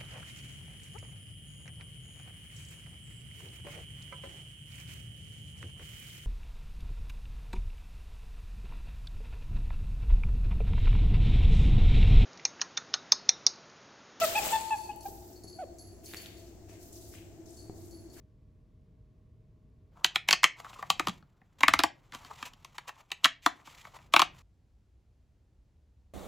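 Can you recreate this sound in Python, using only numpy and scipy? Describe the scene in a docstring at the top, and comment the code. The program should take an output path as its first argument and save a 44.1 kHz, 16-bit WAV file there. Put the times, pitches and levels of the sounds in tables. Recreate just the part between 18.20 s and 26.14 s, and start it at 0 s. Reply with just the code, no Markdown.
"""Quiet room air with a thin appliance whine. From 1.72 s hands tear a small paperboard box open
along its perforation, close by on a table. Each paper bridge creaks, snaps and rings the board,
the air inside and the table top. Fingers rub the board between tears over a low handling rumble;
the room answers briefly. From 6.22 s only quiet air of another colour is heard."""
import sys
import numpy as np
from scipy import signal
from scipy.fft import rfft, irfft, next_fast_len
from scipy.io import wavfile
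from scipy.ndimage import uniform_filter1d

SR = 44100
rng = np.random.default_rng(int(sys.argv[2]) if len(sys.argv) > 2 else 0)


def int16_out(signal):
    """Quantize to a 16-bit WAV file."""
    q = np.round(np.clip(np.atleast_2d(signal).T, -1, 1) * 32767)
    wavfile.write(sys.argv[1], SR, q.astype(np.int16))


N = 350021
START_S, END_S = 1.72, 6.22  # box in hand
# hiss of skin and straining fibres: f/Hz, density/dB
HISS = [(1200, -25), (2000, -8.5), (3200, -10), (5000, -17), (7500, -16), (9500, -23.5), (15300, -24.5),
        (16000, -48.5)]


def gain_of(db):
    """Decibels to amplitude."""
    return 10 ** (np.asarray(db) / 20)


def unit_rms(x):
    """Scales x to rms 1."""
    return x / np.sqrt(np.mean(x ** 2) + 1e-20)


def lookup(points, hz):
    """Interpolates a table over log frequency."""
    f, value = np.transpose(points)
    return np.interp(np.log(hz + 1), np.log(f + 1), value)


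def colour(x, points):
    """Filters x by a table of f/Hz, gain/dB."""
    size = next_fast_len(x.shape[-1])
    gain = gain_of(lookup(points, np.fft.rfftfreq(size, 1 / SR)))
    return irfft(rfft(x, size) * gain, size)[..., :x.shape[-1]]


def wander(rows, span_samples):
    """Smooth random curves, rms 1."""
    noise = rng.standard_normal((rows, N))
    return unit_rms(uniform_filter1d(uniform_filter1d(noise, span_samples), span_samples))


def add(mix, start_s, sound):
    """Adds sound to mix at start_s."""
    part = mix[round(start_s * SR):][:len(sound)]
    part += sound[:len(part)]


def tearing(strain_s=.012, knock_db_per_db=0.84):
    """Each bridge strains with a fast-growing creak, then snaps; the current grip sets the knock."""
    # bridges and creases: t/s, peak/dB, freed edge f/Hz, wall f/Hz, box ring/dB, fibre treble/dB
    snaps = [(1.844, -5.5, 1710, 1074, -9, -5.5), (1.862, -24, 2100, 1430, -22, -4),
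             (1.957, -10.5, 2530, 1440, -15, -18.5), (2.086, -9, 2220, 805, -13, -12),
             (2.108, -7.5, 2840, 1540, -11.5, -7.5), (2.127, -4, 4600, 1590, -9, -11.5),
             (2.132, -10, 2380, 1060, -11, -17.5), (2.231, -11.5, 1670, 950, -11, -15),
             (2.24, -1.5, 2020, 1220, -14, -12), (2.249, -24, 2280, 640, 1, -33.5),
             (2.445, -34.5, 1670, 1130, -2, -14.5), (2.464, -37, 2150, 1100, 18, -17),
             (2.53, -40, 2900, 800, -2, -25.5), (2.625, -25.5, 1860, 980, 2.5, -21),
             (2.701, -7, 2580, 1140, -2, -6.5), (2.795, -15, 1870, 980, -3.5, -15),
             (2.798, -25, 2020, 934, 16, -43), (2.87, -14.5, 2220, 980, 0, -8),
             (2.883, -20.5, 2980, 1100, -3, -4), (2.893, -25.5, 2470, 1330, -8, -11),
             (3.025, -51, 3420, 1210, 2.5, -28.5), (3.215, -52, 1880, 738, -3.5, -33.5),
             (3.406, -25.5, 2080, 1143, -2, -8), (3.41, -31, 2040, 1220, -0.5, -23),
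             (3.432, -3, 1920, 1026, -9.5, -20.5), (3.481, -2.5, 2080, 1220, -2.5, -11.5),
             (3.536, -4, 2260, 1210, -5.5, -14.5), (3.59, -8.5, 3120, 1280, 2.5, -5),
             (3.601, -18, 1890, 665, -8, -18), (3.635, -9, 1740, 837, -3, -12.5),
             (3.921, -36.5, 1960, 893, -19.5, -17.5), (3.931, -40.5, 3530, 1176, -6, -20),
             (3.947, -27.5, 2750, 1203, 12.5, 9), (4.047, -37.5, 4100, 1210, 10, 4),
             (4.226, -24.5, 2180, 1080, -12.5, -18), (4.334, -44, 1860, 1235, -7, -1),
             (4.446, -34.5, 2530, 1003, -6, -5.5), (4.581, -26, 2010, 970, -9.5, -13),
             (4.691, -30.5, 1900, 1250, -4, -18.5), (4.903, -44, 2640, 1050, -4, -19),
             (4.916, -21.5, 2640, 1125, -13.5, -13.5), (5.043, -5.5, 3100, 1480, -28.5, -11),
             (5.047, -6.5, 2810, 1410, -12.5, -20), (5.054, -6.5, 1770, 1180, -12.5, -15),
             (5.261, -5.5, 1565, 1120, -0.5, -11.5), (5.398, -48, 2064, 1043, -5.5, -33),
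             (5.472, -38.5, 1621, 1018, -1, -15), (5.65, -36.5, 1740, 1110, -10.5, -39),
             (5.669, -41.5, 3700, 716, 4, -26), (5.787, -47.5, 1984, 700, -9, -23),
             (5.937, -4.5, 2730, 1154, -4, -19), (5.962, -1.5, 2390, 1080, -6, -14.5),
             (5.993, -8.5, 3340, 1110, 4, -6), (5.999, -12, 2170, 1240, -10, -19),
             (6.017, -5, 1996, 1101, -1, -8), (6.022, -15.5, 2290, 1272, -7, -31)]
    # grips on the box: from t/s, knock f/Hz, knock level for a 0 dB snap/dB
    grips = [(1.72, 350, -27.5), (2.6, 175, -31), (2.77, 320, -11), (2.876, 184, -3.5), (3.3, 290.3, -18.5),
             (3.57, 310.7, -11), (3.9, 248, -14.5), (4.4, 380, -25), (5.0, 275, -28), (5.15, 291, -13),
             (5.6, 160, -19), (5.9, 325, -19.5)]
    out = np.zeros(N)
    lead_s = np.arange(-strain_s, 0, 1 / SR)
    for at_s, peak_db, edge_hz, wall_hz, box_db, fibre_db in snaps:
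        _, knock_hz, knock_db = [grip for grip in grips if grip[0] <= at_s][-1]
        knock_db -= (1 - knock_db_per_db) * peak_db  # weak snaps still jolt the box
        crack = board_crack(edge_hz, wall_hz, box_db, fibre_db)
        snap = box_jolt(knock_hz, knock_db, box_db)
        add(snap, 0, crack)
        add(out, at_s, gain_of(peak_db) * snap)
        creak = unit_rms(colour(rng.standard_normal(len(lead_s)), HISS))
        add(out, at_s - strain_s, gain_of(peak_db - 33.5) * np.exp(lead_s / 0.0019) * creak)
    return out


def board_crack(edge_hz, wall_hz, box_db, fibre_db):
    """Dense damped board modes start in turn: bending waves bring the treble first. Peak 1."""
    # walls and cavity: f/Hz, level/dB
    box_spectrum = [(450, -19), (620, -6), (760, -5.5), (900, -6.5), (1100, 3), (1300, -7), (1600, -10.5),
                    (2200, -39.5)]
    # breaking fibres: f/Hz, level/dB
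    fibre_spectrum = [(1500, -33.5), (3000, 5.5), (5000, -2.5), (7500, -7.5), (9000, -10.5), (12000, -17),
                      (15300, -18), (16000, -36.5)]
    # board mode decay: f/Hz, t60/s
    damping = [(400, 0.006), (750, .03), (1300, 0.017), (3000, 0.013), (8000, 0.012), (16000, 0.012)]
    # a small sheet radiates little bass: f/Hz, gain/dB
    radiation = [(60, -40), (250, -22), (480, -4), (650, 0)]
    hz = np.geomspace(350, 16500, num=120)[:, None]
    detune, phase, scatter = rng.random((3, len(hz), 1))
    hz = hz * (1 + .03 * (detune - .5))
    parts_db = [-30 * np.log2(hz / edge_hz) ** 2,  # the freed edge flicks
                box_db + 11.0 - 70 * np.log2(hz / wall_hz) ** 2,  # the nearest wall rings most
                box_db + 7.5 + lookup(box_spectrum, hz),
                fibre_db + 4.5 + lookup(fibre_spectrum, hz)]
    power = sum(gain_of(db) ** 2 for db in parts_db)
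    tau_s = lookup(damping, hz) / np.log(1000)
    amplitude = np.sqrt(power * hz / tau_s) * gain_of(4.5 * (scatter - .5))
    arrival_s = .07 / np.sqrt(hz) - 0.00049
    t = np.maximum(np.arange(1800) / SR - arrival_s, 0)
    envelope = (1 - np.exp(-t / (0.28 * tau_s))) ** 2 * np.exp(-t / tau_s)
    modes = amplitude * envelope * np.sin(2 * np.pi * (hz * t + 0.49 * phase))
    crack = colour(modes.sum(0), radiation)
    return crack / abs(crack).max()


def box_jolt(knock_hz, knock_db, box_db, lag_s=.003):
    """The heavy box follows a snap late: it jumps, the air inside rings, the table top thuds."""
    t = np.maximum(np.arange(4000) / SR - lag_s, 0)

    def mode(hz, db, t60_s, rise_s):
        return (1 - np.exp(-t / rise_s)) ** 2 * gain_of(db - 60 * t / t60_s) * np.sin(2 * np.pi * hz * t)

    knock = mode(knock_hz, knock_db, t60_s=0.036, rise_s=0.002)
    cavity_hz = 693.4 * rng.uniform(.94, 1.08)
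    cavity = mode(cavity_hz, min(box_db, 0) - 13.5, t60_s=0.031, rise_s=0.0015)
    thud = mode(hz=167, db=-36, t60_s=.07, rise_s=0.0015)
    return knock + cavity + thud


def rubbing(grains_per_s=2500):
    """Clumped stick-slip grains shake the box walls; skin hisses along the coating."""
    # rubbed walls: f/Hz, density/dB
    rustle_spectrum = [(200, -25), (450, -8.5), (700, -2), (1000, 5), (1300, 0), (1700, -15.5),
                       (2500, -41.5)]
    rustle_drive, hiss_drive = finger_pressure()
    clumps = wander(3, span_samples=350)
    grains = gain_of(2.0 * np.minimum(rng.exponential(1, N), 5))
    grains *= (rng.random(N) < grains_per_s / SR) * rng.choice([-1, 1], N)
    rustle = unit_rms(colour(grains, rustle_spectrum)) * gain_of(2.8 * clumps[0])
    hiss = unit_rms(colour(0.91 * unit_rms(grains) + rng.standard_normal(N), HISS))
    thin_hiss = unit_rms(np.gradient(hiss))
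    skin = 0.94 * hiss * gain_of(3.3 * clumps[1]) + 0.17 * thin_hiss * gain_of(2.1 * clumps[2])
    return rustle_drive * rustle + hiss_drive * skin


def finger_pressure(swell_s=0.036, die_s=.09, max_ramp_share=.4):
    """Drive of rustle and hiss: resting hands, plus strokes that swell, hold and die."""
    # fingers or a flap sliding on the board: t/s, length/s, rustle/dB, hiss/dB
    strokes = [(1.743, 0.24, -63, -81), (1.943, 0.018, -55, -49.5), (2.073, 0.037, -47.5, -45),
               (2.355, 0.38, -59.5, -61.5), (2.718, 0.31, -69, -66.5), (2.398, 0.009, -49.5, -58),
               (2.589, .012, -43.5, -80.5), (3.381, 0.02, -65.5, -59), (3.717, 0.33, -82.5, -83),
               (3.929, 0.041, -51, -49.5), (3.943, 0.4, -62.5, -62), (4.1, 0.024, -51.5, -60),
               (4.158, 0.074, -65, -70), (4.247, 0.046, -57.5, -49), (4.282, 0.32, -74.5, -77),
               (4.54, 0.037, -62.5, -61.5), (4.569, 0.31, -69.5, -76), (4.87, 0.22, -76.5, -78),
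               (4.669, 0.036, -49, -47), (4.773, 0.055, -70, -64.5), (5.03, 0.029, -55, -47),
               (5.25, .24, -66, -73.5), (5.216, 0.057, -80, -53), (5.438, 0.3, -63.5, -60.5),
               (5.683, 0.22, -71, -70), (5.732, 0.049, -51.5, -61.5), (5.92, .02, -56, -53),
               (6.117, .14, -68.5, -66.5)]
    held = np.arange(N) / SR > START_S
    rustle_drive, hiss_drive = gain_of(-86.5) * held, gain_of(-87) * held
    for at_s, length_s, rustle_db, hiss_db in strokes:
        t = np.arange(0, length_s, 1 / SR)
        up_s, down_s = np.minimum([swell_s, die_s], max_ramp_share * length_s)
        ramp = np.minimum(t / up_s, (length_s - t) / down_s)
        stroke = np.sin(np.pi / 2 * np.minimum(ramp, 1)) ** 2
        add(rustle_drive, at_s, gain_of(rustle_db) * stroke)
        add(hiss_drive, at_s, gain_of(hiss_db) * stroke)
    return rustle_drive, hiss_drive


def room(x, drift_hz=3.1):
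    """Hands and box keep moving, so the echoes drift among three patterns. Returns mid, side."""
    angle = 2 * np.pi * drift_hz * np.arange(N) / SR
    weights = [np.sqrt(2 / 3) * np.cos(angle + k * np.pi / 3) for k in range(3)]
    return sum(signal.fftconvolve((x * w)[None], echoes(), axes=1)[:, :N] for w in weights)


def echoes():
    """Mid and side tails of sparse random-sign echoes; each band dies at its own rate."""
    # room decay: f/Hz, t60/s
    decay = [(250, 0.46), (660, .22), (1200, 0.09), (2000, 0.27), (3000, 0.21), (6000, .19), (12000, 0.081)]
    # echo colour: f/Hz, level/dB
    tone = [(150, -14), (350, -9), (750, -6.5), (1200, -4.5), (2500, -4), (5000, -7), (12000, -0.5)]
    taps = np.zeros((2, SR // 2))
    at = np.arange(200, SR // 2 - 12, 12) + rng.integers(0, 12, (2, (SR // 2 - 201) // 12))
    np.put_along_axis(taps, at, rng.choice([-1., 1.], at.shape), 1)
    hz, t, bands = signal.stft(taps, SR, nperseg=128)
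    early = 1 + gain_of(12.5 - 60 * t / 0.029)  # off table and hands
    fade = gain_of(lookup(tone, hz)[:, None] - 60 * t / lookup(decay, hz)[:, None])
    tail = signal.istft(bands * early * fade, SR, nperseg=128)[1]
    return tail / np.linalg.norm(tail[0])


def air(before_db=-58, after_db=-63.5):
    """Low rumble and faint hiss, coloured differently before, during and after the handling."""
    # air, one spectrum per stretch: f/Hz, density/dB
    spectra = [
        [(15, -25), (25, -17.5), (43, 0), (103, -1.5), (378, -22), (457, -19.5), (584, -36.5), (634, -30.5),
         (831, -40), (1120, -35), (1250, -43.5), (2210, -45), (16500, -61)],
        [(15, -36), (25, -0.5), (135, -0.5), (252, -13.5), (1150, -24), (1430, -23.5), (1880, -33),
         (7710, -47.5), (8830, -56), (11600, -45.5), (16500, -48.5)],
        [(15, -36), (25, -15), (65, -0.5), (100, -8), (142, -17), (214, -21), (600, -33), (831, -36.5),
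         (1120, -41.5), (7300, -50.5), (16500, -61)],
    ]
    # left-right likeness of the air: f/Hz, coherence
    likeness = [(60, 1), (180, 0.89), (550, 0.88), (1650, 0.63), (4970, 0.88), (15000, 0.0066)]
    # rumble while the box is handled: t/s, level/dB
    handling = [(1.72, -61.5), (2.5, -61.5), (2.88, -54), (3.09, -66), (3.33, -66.5), (3.56, -46.5),
                (3.71, -63.5), (4.09, -60), (4.9, -68.5), (5.35, -67), (5.75, -61.5), (6.13, -57),
                (6.22, -63.5)]
    frames, hz = N // 512 + 5, np.fft.rfftfreq(2048, 1 / SR)
    a, b, c, d = rng.standard_normal((frames, 1025, 4)).T
    coherence = lookup(likeness, hz)[:, None]
    left = a + 1j * b
    right = coherence * left + np.sqrt(1 - coherence ** 2) * (c + 1j * d)
    noise = signal.istft(np.array([left, right]), nperseg=2048, noverlap=1536)[1][:, :N]
    t = np.arange(N) / SR
    stretch = np.searchsorted([START_S, END_S], t)
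    levels_db = before_db, np.interp(t, *np.transpose(handling)), after_db
    return sum((stretch == k) * unit_rms(colour(noise, spectrum)) * gain_of(db)
               for k, (spectrum, db) in enumerate(zip(spectra, levels_db)))


def appliance_whine():
    """Three faint tones, wavering in level, until START_S."""
    # appliance tones: f/Hz, rms level/dB
    tones = [(624.5, -83), (1093, -100), (1141, -97)]
    t = np.arange(N) / SR
    whine = sum(np.sqrt(2) * gain_of(db) * np.sin(2 * np.pi * (hz * t + rng.random((2, 1))))
                for hz, db in tones)
    return whine * gain_of(wander(2, span_samples=3000)) * (t <= START_S)


def scene():
    """The box in front, its echoes, room air and whine."""
    # stereo side signal: f/Hz, gain/dB
    width = [(150, -18), (650, -8.5), (1300, -10.5), (2500, -22), (4000, -28), (7000, -33.5),
             (12000, -15.5)]
    # balance: f/Hz, left minus right/dB
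    lean = [(130, -2), (300, -3), (450, -1), (700, 10.5), (1100, 1), (1600, -0.3), (4000, 0.34)]
    box = tearing() + rubbing()
    echo_mid, echo_side = room(box)
    far_walls = np.roll(box, 30)  # arrive 30 samples later
    mid = box + gain_of(-10.5) * echo_mid
    side = colour(gain_of(-2.5) * echo_side + far_walls, width)
    left = colour(mid + side, [(hz, db / 2) for hz, db in lean])
    right = colour(mid - side, [(hz, -db / 2) for hz, db in lean])
    return np.array([left, right]) * (np.arange(N) / SR < END_S) + air() + appliance_whine()


def record(dry, cutoff_hz=16900):
    """Turns the channels' phases apart in the treble, then low-passes."""
    # lead of the right channel: f/Hz, phase/rad
    phase_lead = (7100, 0), (15300, 4 * np.pi)
    size = next_fast_len(N + 512)
    lead_rad = np.interp(np.fft.rfftfreq(size, 1 / SR), *np.transpose(phase_lead))
    turned = irfft(rfft(dry, size) * np.exp(.5j * np.outer([-1, 1], lead_rad)), size)[:, :N]
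    lowpass = signal.firwin(511, cutoff_hz, window=("kaiser", 9), fs=SR)
    return signal.oaconvolve(turned, lowpass[None], "same")


dry = scene()
out = record(dry)
int16_out(out)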